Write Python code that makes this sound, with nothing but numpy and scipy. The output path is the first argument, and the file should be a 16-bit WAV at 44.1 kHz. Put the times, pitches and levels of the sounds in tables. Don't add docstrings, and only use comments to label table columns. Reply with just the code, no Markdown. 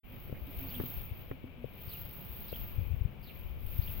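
import sys
import numpy as np
from scipy import signal
from scipy.fft import rfft, irfft, next_fast_len
from scipy.io import wavfile
from scipy.ndimage import uniform_filter1d, map_coordinates

SR = 44100
rng = np.random.default_rng(int(sys.argv[2]) if len(sys.argv) > 2 else 0)


def bounce(signal):
    frames = np.transpose(np.atleast_2d(signal))
    limited = np.clip(frames, -1, 1)
    pcm = np.round(limited * 32767).astype(np.int16)
    wavfile.write(sys.argv[1], SR, pcm)


N = 176400

# (f/Hz, relative level/dB)
AIR_SPECTRUM = [(25, -14), (70, 2.5), (150, 0.5), (300, -10.5), (550, -13), (900, -21), (1800, -26.5),
                (3000, -29.5), (4500, -46.5), (7000, -53), (15000, -47)]
# (t/s, level/dB)
AIR_LEVEL = [(0, -52), (.4, -49.5), (.8, -47), (1.1, -51), (1.5, -52.5), (2.0, -50.5), (2.6, -49.5),
             (3.1, -50.5), (3.6, -52.5), (3.9, -48.5)]
# (f/Hz, relative level/dB)
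MIC_HISS_SPECTRUM = [(300, 3.5), (900, 0.5), (1800, -13), (2300, 6.5), (3200, -2), (4000, -16), (5500, -30),
                     (8000, -34.5), (15000, -64)]
# (t/s, length/s, f/Hz, relative level/dB)
LOW_TONES = [(0.086, 0.096, 250, -55.5), (0.473, 0.035, 292, -50), (0.58, 0.12, 257, -49),
             (0.71, 0.2, 258, -48.5), (1.298, 0.067, 255, -50.5), (1.429, 0.088, 258, -52.5),
             (1.56, 0.11, 250, -51.5)]
# (f/Hz, t60/s)
WALL_DECAY = [(200, 0.35), (3000, 0.42), (15000, 0.45)]
# (t/s, length/s, start f/Hz, middle f/Hz, end f/Hz, level/dB, rasp/0-1, left-right/dB)
CHIRP_NOTES = [(0.104, 0.046, 2784, 2470, 2340, -61, 0.44, -3),
               (0.341, 0.05, 2057, 2250, 2360, -57.5, 0.57, -4),
               (0.684, 0.026, 4360, 4600, 4130, -59, 0.77, -2),
               (0.715, 0.007, 3250, 3420, 3340, -52, 0.5, -6),
               (0.735, .034, 2703, 3410, 2710, -51.5, 0.3, -11),
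               (1.879, 0.04, 4360, 4540, 3970, -61, .7, -7),
               (1.917, 0.022, 4070, 3950, 3250, -55.5, 0.46, -8),
               (1.939, 0.029, 3250, 2690, 2650, -53.5, 0.4, -8),
               (2.477, 0.052, 4550, 4220, 3240, -62.5, 0.94, -14),
               (2.528, 0.0212, 2545, 3120, 3460, -50.5, 0.2, -13),
               (2.556, 0.0088, 3390, 2970, 2750, -47.5, .1, -8),
               (3.225, .038, 4620, 4660, 3440, -63.5, 0.6, -3),
               (3.26, 0.041, 4080, 3960, 3650, -59, 0.59, -4),
               (3.286, 0.0323, 3190, 2820, 2490, -57, 0.77, -12),
               (3.817, 0.033, 4370, 4510, 4060, -59, 0.64, -6),
               (3.857, 0.013, 4620, 4750, 4400, -65, .7, 0),
               (3.868, 0.018, 2650, 3170, 3520, -52, 0.22, -11.5),
               (3.891, 0.02, 3140, 2870, 2460, -53, .2, -3)]
# (f/Hz, relative level/dB)
BREEZE_SPECTRUM = [(20, 2.5), (45, 6.5), (100, 2.5), (150, -11.5), (250, -22), (500, -43.5), (1500, -81)]
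# (t/s, relative level/dB)
BREEZE_LEVEL = [(0, -49.5), (.55, -46.5), (.9, -44), (1.15, -46.5), (1.45, -54), (1.9, -49), (2.3, -52),
                (2.6, -44.5), (3.0, -40), (3.2, -56), (3.45, -43), (4, -38.5)]
# (t/s, left-right/dB)
BREEZE_BALANCE = [(0, -5), (1.1, 1.5), (1.7, 9), (2.3, 3), (2.9, 12.5), (4, 9.5)]
# (t/s, level/dB, f/Hz, half-width/s)
PORT_PUFFS = [(0.432, -31.5, 60, 0.014), (.583, -31.5, 76, 0.011), (0.982, -30.5, 57, 0.011),
              (1.12, -26, 71.5, 0.005), (1.881, -32.5, 80, 0.0049), (2.055, -35, 81.6, 0.0061),
              (2.312, -34, 63.5, 0.021), (2.788, -24.5, 99, 0.0085), (2.819, -32, 90, .016),
              (2.919, -22.5, 75, 0.013), (2.943, -21.5, 92, 0.0054), (2.984, -28, 60, .012),
              (3.017, -17.5, 70.6, 0.006), (3.056, -16.5, 91.7, 0.0049), (3.461, -30.5, 72, 0.0095),
              (3.603, -38, 61.4, 0.017), (3.771, -30, 50.3, .012), (3.795, -15.5, 79.5, 0.0051)]
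# (t/s, level/dB, ring f/Hz, ring t60/s, relative click level/dB, left-right/dB)
BODY_KNOCKS = [(0.296, -36.5, 435, 0.011, -16, 13), (0.3254, -36, 188, 0.026, -24, 8),
               (0.3262, -31.5, 507, 0.01, -26, 11.5), (0.7996, -22.5, 378, 0.013, -8.5, 2.5),
               (0.811, -34, 276, 0.0072, -21, 25), (0.837, -28, 261, 0.0092, -16, 6),
               (1.313, -26.5, 402, 0.013, -6.5, 2.5), (1.441, -34, 262, 0.019, -24, 7),
               (1.475, -56, 400, .01, 9, 0), (1.642, -28.5, 470, .013, -41, 14.5),
               (2.5267, -28.5, 493, 0.011, -23, 14.5)]
# (t/s, relative level/dB)
SHIVER_EFFORT = [(0.04, -71), (0.07, -66.5), (0.15, -56.5), (0.4, -59), (0.6, -46.5), (0.86, -42.5),
                 (1.0, -45.5), (1.12, -56.5), (1.22, -54.5), (1.35, -66.5), (1.61, -73), (1.8, -51),
                 (1.94, -43.5), (2.16, -49), (2.6, -45), (2.85, -57), (3.18, -70), (3.25, -58),
                 (3.37, -54.5), (3.56, -63), (3.72, -47.5), (4.0, -45)]
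# (t/s, f/Hz)
SHAKE_RATE = [(0, 25.6), (.85, 25.8), (1.27, 25.0), (2.2, 25.6), (3.2, 25.0), (3.6, 26.0), (4, 26.4)]
# (t/s, ratio to the forward stroke)
BACK_STROKE_SHARE = [(0, .5), (.85, .6), (1.4, .4), (2.2, .2), (2.9, .35), (3.9, .65)]
# (f/Hz, relative level/dB)
BARB_SPECTRUM = [(6000, -32), (8000, -34), (9500, -32.5), (10500, -22), (11500, -12.5), (12800, -3.5),
                 (14200, 2.5), (15700, 3)]
# (f/Hz, relative level/dB)
VANE_SPECTRUM = [(250, -2), (600, 0), (1200, 2.5), (1800, -2), (3000, 5), (4100, -2.5), (4800, -7),
                 (5400, -10.5), (6300, -22), (8000, -29.5), (11000, -61)]


def amp(db):
    return 10 ** (np.asarray(db) / 20)


def unit(x):
    return x / np.sqrt(np.mean(x ** 2) + 1e-20)


def along(points, hz):
    f, v = np.transpose(points)
    return np.interp(np.log(hz + 1), np.log(f + 1), v)


def curve(rows):
    return np.interp(np.arange(N) / SR, *np.transpose(rows))


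def wobble(rate):
    return map_coordinates(rng.standard_normal(int(N * rate / SR) + 4), [np.arange(N) * rate / SR])


def noise():
    return rng.standard_normal((2, N))


def filtered(x, response):
    m = next_fast_len(N + SR // 2)
    return irfft(rfft(x, m) * response(np.fft.rfftfreq(m, 1 / SR)), m)[..., :N]


def coloured(x, spectrum):
    return unit(filtered(x, lambda hz: amp(along(spectrum, hz))))


def dull(x, top_hz):
    return signal.sosfilt(signal.butter(4, top_hz, fs=SR, output="sos"), x)


def pan(lean_db):
    return amp(np.array([[lean_db], [-lean_db]]) / 2)


def spread(pair, alike):
    angle = np.arccos(alike) / 2
    return np.cos(angle) * pair[0] + np.sin(angle) * pair[1] * np.array([[1], [-1]])


def mic_hiss():
    return coloured(noise(), MIC_HISS_SPECTRUM) * amp(-56.5 + 1.8 * wobble(4.9)) * amp([[0], [-16]])


def yard_air():
    air = coloured(spread(noise(), alike=0.46), AIR_SPECTRUM)
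    return air * amp(curve(AIR_LEVEL) + 0.73 * wobble(14)) * pan(lean_db=0.5)


def low_tones():
    t, out = np.arange(N) / SR, np.zeros(N)
    waver = 1 + 0.046 * wobble(39.9)
    for start, length, hz, db in LOW_TONES:
        swell = np.sin(np.pi * np.clip((t - start) / length, 0, 1))
        out += amp(db) * swell * np.sin(2 * np.pi * hz * np.cumsum(waver) / SR)
    return out * amp([[4], [2]])


def brick_walls(x):
    hz, t, bins = signal.stft(rng.standard_normal((2, SR // 2)), SR, nperseg=256)
    decay = amp(-60 * t / along(WALL_DECAY, hz)[:, None])
    tail = signal.istft(bins * decay, SR, nperseg=256)[1]
    return signal.fftconvolve(x[None], tail / np.linalg.norm(tail[0]), axes=1)[:, :N]


def small_bird(rasp_hz=546, walls_db=-5):
    out, flutter = np.zeros((2, N + SR)), wobble(900)
    for start, length, start_hz, mid_hz, end_hz, db, rasp, lean_db in CHIRP_NOTES:
        progress, at = np.linspace(0, 1, int(length * SR)), round(start * SR)
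        glide = np.interp(progress, [0, .5, 1], [start_hz, mid_hz, end_hz])
        hz = glide + rasp * rasp_hz * np.roll(flutter, -at)[:len(glide)]
        swell = np.sqrt(np.abs(np.sin(np.pi * progress)))
        note = np.sin(2 * np.pi * np.cumsum(hz) / SR) * swell
        out[:, at:][:, :len(note)] += amp(db) * note * pan(lean_db)
    return out[:, :N] + amp(walls_db) * brick_walls(out.mean(axis=0)[:N])


def breeze():
    t = np.arange(N) / SR
    lumps = amp(2.5 * np.array([wobble(16), wobble(25)]))
    port_db = curve(BREEZE_LEVEL) - 1 + curve(BREEZE_BALANCE) * np.array([[.5], [-.5]])
    rumble = unit(coloured(noise(), BREEZE_SPECTRUM) * lumps) * amp(port_db)
    puffs = sum(amp(db) * np.sin(2 * np.pi * hz * (t - centre)) / (1 + ((t - centre) / width) ** 4)
                for centre, db, hz, width in PORT_PUFFS)
    return rumble + puffs * amp([[0], [-25]])


def camera_knocks(thud_hz=131, thud_t60_s=0.056, click_t60_s=0.03, right_lead_s=0.00067):
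    out, t = np.zeros((2, N + SR)), np.arange(SR // 8) / SR
    thud = np.sin(2 * np.pi * thud_hz * t) * amp(-5.5 - 60 * t / thud_t60_s)
    attack = 1 - np.exp(-t / 0.00079)
    for start, db, hz, t60, click_db, lean_db in BODY_KNOCKS:
        ring = 2 * np.sin(2 * np.pi * hz * t) * attack * amp(-60 * t / t60)
        burst = spread(rng.standard_normal((2, len(t))), alike=0.47)
        click = dull(burst * amp(click_db + 5.5 - 60 * t / click_t60_s), top_hz=1850)
        knock = amp(db) * (click - dull(ring + thud, top_hz=694)) * pan(lean_db)
        for port, arrival in enumerate([start, start - right_lead_s]):
            out[port, round(arrival * SR):][:len(t)] += knock[port]
    return out[:, :N]


def feather_catches(x, depth_db=0.96):
    bins = signal.stft(x, nperseg=256)[2]
    patches = rng.standard_normal(bins.shape[1:])
    for axis in (0, 1):
        patches = uniform_filter1d(patches, size=5, axis=axis)
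    return signal.istft(bins * amp(depth_db * unit(patches)), nperseg=256)[1][:, :N]


def shake_strokes(rise_s=.005, fall_s=.0095):
    shake_hz = curve(SHAKE_RATE) + .25 * wobble(8)
    shakes = np.cumsum(shake_hz) / SR
    age = np.array([shakes, shakes + .5]) % 1 / shake_hz
    forward, back = np.exp(-age / fall_s) * (1 - np.exp(-(age / rise_s) ** 2))
    strength = amp(7 + 1.9 * wobble(50))
    return unit(1 + strength * (forward + curve(BACK_STROKE_SHARE) * back))


def peacock_train(contacts_per_s=5000, contact_share=0.24, quill_hz=4700, quill_width_hz=220):
    brushing = shake_strokes()
    contacts = unit(noise() * (rng.random((2, N)) < contacts_per_s / SR))
    friction = np.sqrt(contact_share) * contacts + np.sqrt(1 - contact_share) * noise()
    grains = feather_catches(spread(friction, alike=.9))
    effort_db = curve(SHIVER_EFFORT)
    barbs = coloured(grains * brushing, BARB_SPECTRUM) * amp(effort_db + 3.5 + .9 * wobble(22.37))
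    rustle = feather_catches(spread(noise(), alike=0.052)) * brushing ** 0.56
    vanes = coloured(rustle, VANE_SPECTRUM) * amp(-60) * pan(lean_db=13)
    resonance = lambda hz: 1 / (1 + 2j * (hz - quill_hz) / quill_width_hz) ** 2
    quills = unit(filtered(noise(), resonance)) * amp(-77)
    gentler_swell = amp(0.66 * (effort_db - effort_db.max()))
    return barbs + (vanes + quills) * gentler_swell


def scene():
    return peacock_train() + yard_air() + mic_hiss() + breeze() + camera_knocks() + small_bird() + low_tones()


def record(dry):
    fade_in, top_hz = curve([(.03, 0), (.055, 0.96)]), 15850
    return filtered(dry * fade_in, lambda hz: hz < top_hz)


dry = scene()
out = record(dry)
bounce(out)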